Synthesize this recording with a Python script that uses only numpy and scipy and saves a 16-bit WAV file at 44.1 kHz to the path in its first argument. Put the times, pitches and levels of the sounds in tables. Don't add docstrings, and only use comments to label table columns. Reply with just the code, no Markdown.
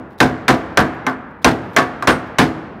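import sys
import numpy as np
from scipy import signal
from scipy.fft import rfft, irfft, next_fast_len
from scipy.io import wavfile
from scipy.ndimage import uniform_filter1d, minimum_filter1d

SR = 44100
rng = np.random.default_rng(int(sys.argv[2]) if len(sys.argv) > 2 else 0)


def field_ratio(decibels):
    return 10 ** (np.asarray(decibels, dtype=float) / 20)


def wrap_up_sound(samples):
    columns = np.atleast_2d(samples).T
    tamed = np.clip(columns, -1, 1)
    steps = np.round(tamed * 32767).astype(np.int16)
    wavfile.write(sys.argv[1], SR, steps)


N = 123479
LEAD_S = 0.4
T_S = np.arange(SR // 3) / SR


def unit(x):
    return x / np.sqrt(np.mean(x ** 2) + 1e-20)


def along(points, hz):
    f, v = np.transpose(points)
    return np.interp(np.log(hz + 1), np.log(f + 1), v)


def noise(spectrum, size):
    m = next_fast_len(size)
    gain = field_ratio(along(spectrum, np.fft.rfftfreq(m, 1 / SR)))
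    return unit(irfft(rfft(rng.standard_normal(m)) * gain, m)[:size])


def dying(spectrum, t60s, size, lift_db, level_at_s):
    hz, frames_s, z = signal.stft(noise(spectrum, size), SR, nperseg=256)
    t60_s = np.maximum(along(t60s, hz), 0.05)[:, None]
    gain_db = 60 * (level_at_s - frames_s) / t60_s + lift_db(hz + 1)[:, None]
    return signal.istft(z * field_ratio(gain_db), SR, nperseg=256)[1][:size]


def add(out, s, sound):
    part = out[round((s + LEAD_S) * SR):][:len(sound)]
    part += sound[:len(part)]


def bank(hz, t60_s):
    rise_s = 0.00069 + 1.2 / hz[:, None]
    shape = field_ratio(-60 * T_S / t60_s[:, None]) * (1 - np.exp(-T_S / rise_s)) ** 2
    phase = 2 * np.pi * hz[:, None] * T_S
    return np.vstack([shape * np.sin(phase), shape * np.cos(phase)])


def blows():
    # (time [s], strength [dB], boom over it [dB], crack over it [dB], mid clang over it [dB])
    strokes = [
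        (0.203, -4, 1, 3, 0.5),
        (0.481, -3, -3.5, 3, 0),
        (0.773, -4.5, -1.5, 2, 4),
        (1.066, -13.5, -8.5, -5, 6.5),
        (1.445, -2.5, 0, 3.5, -2),
        (1.764, -3.5, -8.5, 1.5, 2),
        (2.024, -20.5, -2.5, -4, 4.5),
        (2.073, -5, -3, 5.5, 3),
        (2.385, -4.5, 2, 6, -0.5),
    ]
    earlier = (-0.12, -11, 0, -10, 0)
    out = np.zeros(N + SR)
    shell = shell_modes()
    for s, db, boom_db, crack_db, body_db in [earlier, *strokes]:
        def tilt_db(hz):
            low = boom_db / (1 + (hz / 400) ** 3)
            high = crack_db / (1 + (3040 / hz) ** 3)
            return low + high + body_db * np.exp(-np.log2(hz / 1640) ** 2)

        hit = shell_clang(shell, tilt_db) + panel_boom(tilt_db)
        hit += field_ratio(crack_db) * (chisel_ring() + rust_sizzle() + crack_and_bounce())
        add(out, s, field_ratio(db) * hit * np.minimum((T_S[-1] - T_S) / 0.08, 1))
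        add(out, s, field_ratio(db) * garage_tail(tilt_db))
    return out


def shell_modes():
    # (frequency [Hz], density [dB per Hz])
    spectrum = [(29, -54.5), (50, -10), (277, 1.5), (567, -5), (1080, -1), (1270, -6), (1570, -2.5),
                (2660, -28.5), (4500, -30.5), (5850, -55), (9900, -120)]
    # (frequency [Hz], T60 [s])
    t60s = [(60, 0.54), (300, 0.32), (1000, 0.22), (2000, 0.21), (4500, 0.19)]
    hz = np.geomspace(50, 4500, num=280) * np.exp(0.008 * rng.standard_normal(280))
    modes = bank(hz, along(t60s, hz) * np.exp(0.2 * rng.standard_normal(len(hz))))
    weight = np.tile(field_ratio(along(spectrum, hz)) * np.sqrt(hz), 2)
    weight /= np.linalg.norm(weight) / np.sqrt(2)
    return hz, weight, modes


def shell_clang(shell, tilt_db):
    hz, weight, modes = shell
    return (rng.standard_normal(len(weight)) * weight * field_ratio(np.tile(tilt_db(hz), 2))) @ modes


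def panel_boom(tilt_db):
    # (frequency [Hz], level [dB], T60 [s])
    panels = [(62.7, -8, 0.25), (131.8, -4, 0.24), (147.7, -11, 0.35), (212.4, -13.5, 0.31),
              (258.1, -1.5, 0.38), (321.7, -11.5, 0.67), (423.6, -13.5, 0.48), (461, -5.5, 0.24),
              (515, -16, 0.38), (658.4, -13, 0.41), (725.5, -11, 0.46), (876, -12, 0.13), (1057, -6, 0.12),
              (1566.6, -1, 0.067)]
    level_db, scatter_db, rough_rad = -3.5, 2, 0.3
    hz, db, t60_s = np.transpose(panels)
    sines, cosines = bank(hz, t60_s).reshape(2, len(hz), -1)
    lean_db = tilt_db(hz) + scatter_db * rng.standard_normal(len(hz))
    knots = np.cumsum(rng.standard_normal((len(hz), 20)), axis=1) * rough_rad
    knots_s = np.linspace(0, T_S[-1], num=20)
    wander = np.array([np.interp(T_S, knots_s, row) for row in knots])
    return field_ratio(level_db + db + lean_db) @ (sines * np.cos(wander) + cosines * np.sin(wander))


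def chisel_ring():
    # (frequency [Hz], level [dB], T60 [s])
    modes = [(2600, -49.5, 0.15), (3536, 1.5, 0.17), (3832, 3, 0.14), (4420, -8, 5.0), (5560, -3.5, 0.1),
             (5890, 8, 0.02), (8764, -7, 1.1)]
    level_db, t60_max_s, scatter_db = -21, 0.045, 4.1
    hz, db, t60_s = np.transpose(modes)
    decay = field_ratio(-60 * T_S / np.minimum(t60_s, t60_max_s)[:, None])
    rows = decay * np.sin(2 * np.pi * hz[:, None] * T_S)
    return field_ratio(level_db + db + scatter_db * rng.standard_normal(len(hz))) @ rows


def rust_sizzle():
    # (frequency [Hz], density [dB per Hz])
    spectrum = [(1180, -3.5), (2000, -2.5), (5630, -14.5), (7800, -21.5), (8970, -21), (14200, -35),
                (16300, -40)]
    # (frequency [Hz], T60 [s])
    t60s = [(2000, 0.21), (5000, 0.19), (10000, 0.17), (16000, 0.24)]
    level_db, rise_s, grit_db = -9.5, 0.0015, 2
    sizzle = field_ratio(level_db) * dying(spectrum, t60s, len(T_S), np.zeros_like, 0)
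    grit = np.interp(T_S, np.linspace(0, T_S[-1], num=90), rng.standard_normal(90))
    return sizzle * np.minimum(T_S / rise_s, 1) * field_ratio(grit_db * grit)


def crack_and_bounce():
    # (frequency [Hz], density [dB per Hz])
    spectrum = [(350, -10), (600, 8.5), (1950, 6), (6000, -9), (12300, -19), (15200, -20.5), (16500, -38.5)]
    crack_db, crack_t60_s = 1.5, 0.03
    snap_db, snap_t60_s, rise_s = 3.5, 0.012, 0.0009
    bounce_db, bounce_s, bounce_t60_s = -21, 0.031, 0.02
    burst = field_ratio(crack_db - 60 * T_S / crack_t60_s) + field_ratio(snap_db - 60 * T_S / snap_t60_s)
    burst *= 1 - np.exp(-T_S / rise_s)
    since_s = T_S - bounce_s * np.exp(0.072 * rng.standard_normal())
    bounce = field_ratio(bounce_db - 60 * abs(since_s) / bounce_t60_s) * (since_s > 0)
    return (burst + bounce) * noise(spectrum, len(T_S))


def single_rings():
    # (time [s], pitch [Hz])
    ring_at = [
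        (1.067, 1550),
        (1.067, 2100),
        (1.07, 260),
        (1.07, 730),
        (1.765, 1620),
        (1.765, 2050),
        (1.447, 1070),
    ]
    # (level [dB], T60 [s])
    ring_decay = [(-15, 0.071), (-15, 0.069), (-20, 0.53), (-23.5, 0.23), (-3, 0.09), (-8, 0.098),
                  (-9, 0.13)]
    # (time [s], pitch [Hz], level [dB], T60 [s])
    knocks = [
        (2.0245, 1180, -8, .022),
        (2.108, 9250, -35, .17),
        (2.115, 8500, -38, .19),
        (.235, 9000, -36, .04),
        (2.05, 6600, -42, .02),
    ]
    rise_s, rough_rad = 0.00067, 0.05
    out = np.zeros(N + SR)
    rings = [(*at, *decay) for at, decay in zip(ring_at, ring_decay)]
    for s, hz, db, t60_s in [*rings, *knocks]:
        wander = rough_rad * hz / 9000 * np.cumsum(rng.standard_normal(len(T_S)))
        shape = field_ratio(db - 60 * T_S / t60_s) * np.minimum(T_S / rise_s, 1)
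        add(out, s, shape * np.sin(2 * np.pi * hz * T_S + wander))
    return out


def flakes():
    # (time [s], level [dB], length [s])
    puffs = [(0.102, -67, 0.011), (0.116, -66, 0.028), (0.179, -53.5, .02), (0.658, -66, .012),
             (0.802, -35, 0.0072), (0.939, -63, 0.013), (1.094, -48, .005), (1.30, -71, 0.019),
             (1.418, -58, 0.025), (1.733, -56, 0.016), (2.0234, -40, 0.0072), (2.034, -50, .005),
             (2.052, -56, .006), (2.269, -64, .012), (2.768, -77, 0.014)]
    # (frequency [Hz], level [dB])
    spectrum = [(1500, -26), (3500, 5), (8000, -13), (13000, -9.5), (15500, -11.5), (16500, -38)]
    out = np.zeros(N + SR)
    for s, db, length_s in puffs:
        grit_db = 6.1 * rng.standard_normal(len(T_S) // 40 + 1).repeat(40)[:len(T_S)]
        shape = np.minimum(T_S / 0.003, 1) / (1 + (T_S / length_s) ** 4)
        add(out, s, field_ratio(db) * shape * field_ratio(grit_db) * noise(spectrum, len(T_S)))
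    return out


def squeal():
    # (time [s], frequency [Hz], level [dB])
    glide = [
        (1.62, 10850, -86),
        (1.645, 11400, -79),
        (1.69, 11700, -83),
        (1.72, 11500, -76),
        (1.745, 11260, -80),
    ]
    # (frequency ratio, level [dB])
    partials = [(.835, -1), (1, 1), (1.046, 1), (1.16, -7), (1.215, -11)]
    s, hz, db = np.transpose(glide)
    t = np.arange(N) / SR
    phase = 2 * np.pi * np.cumsum(np.interp(t, s, hz)) / SR
    out = np.zeros(N)
    for ratio, part_db in partials:
        flicker_db = 8 * np.interp(t, np.arange(200) / 60, rng.standard_normal(200))
        out += field_ratio(part_db + flicker_db) * np.sin(ratio * phase)
    return field_ratio(np.interp(t, s, db, left=-150, right=-150)) * out


def garage_tail(tilt_db):
    # (frequency [Hz], density [dB per Hz])
    spectrum = [(24, -43), (60, -7.5), (260, -4), (500, -9.5), (720, -10), (1600, -14.5), (3000, -31.5),
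                (16000, -74)]
    # (frequency [Hz], T60 [s])
    t60s = [(60, 4.8), (300, 2.77), (1500, 1.83), (3000, 1.47), (7000, 0.63), (15000, 0.66)]
    level_db, rise_s, follows = -27, 0.004, 0.81
    t = np.arange(SR * 5 // 4) / SR
    tail = dying(spectrum, t60s, len(t), lambda hz: follows * tilt_db(hz), 0.22)
    return field_ratio(level_db) * tail * (1 - np.exp(-t / rise_s))


def scene():
    hiss_db = -81.5
    near = (blows() + single_rings() + flakes())[round(LEAD_S * SR):][:N]
    return (near + squeal() + field_ratio(hiss_db) * rng.standard_normal(N))[None]


def roll_off(x):
    return signal.sosfilt(signal.butter(12, 16750, fs=SR, output="sos"), x)


def record(dry):
    hold_s, drive, limit, hardness = 0.0062, 1.236, 1.05, 4.5
    low_cut_hz, top_hz = 45, 15900
    size = round(hold_s * SR) + 1
    need = np.minimum(1, drive * limit / (abs(dry) + 1e-9))
    lowest = minimum_filter1d(need, size=size, axis=1)
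    held = dry * uniform_filter1d(lowest, size=size, axis=1)
    held = held / (1 + abs(held / limit) ** hardness) ** (1 / hardness)
    m = next_fast_len(N + 8192)
    hz = np.fft.rfftfreq(m, 1 / SR)
    response = 1j * hz / (low_cut_hz + 1j * hz) / (1 + (hz / top_hz) ** 160)
    mix = irfft(rfft(held, m) * response, m)[:, :N]
    return roll_off(mix)


dry = scene()
out = record(dry)
wrap_up_sound(out)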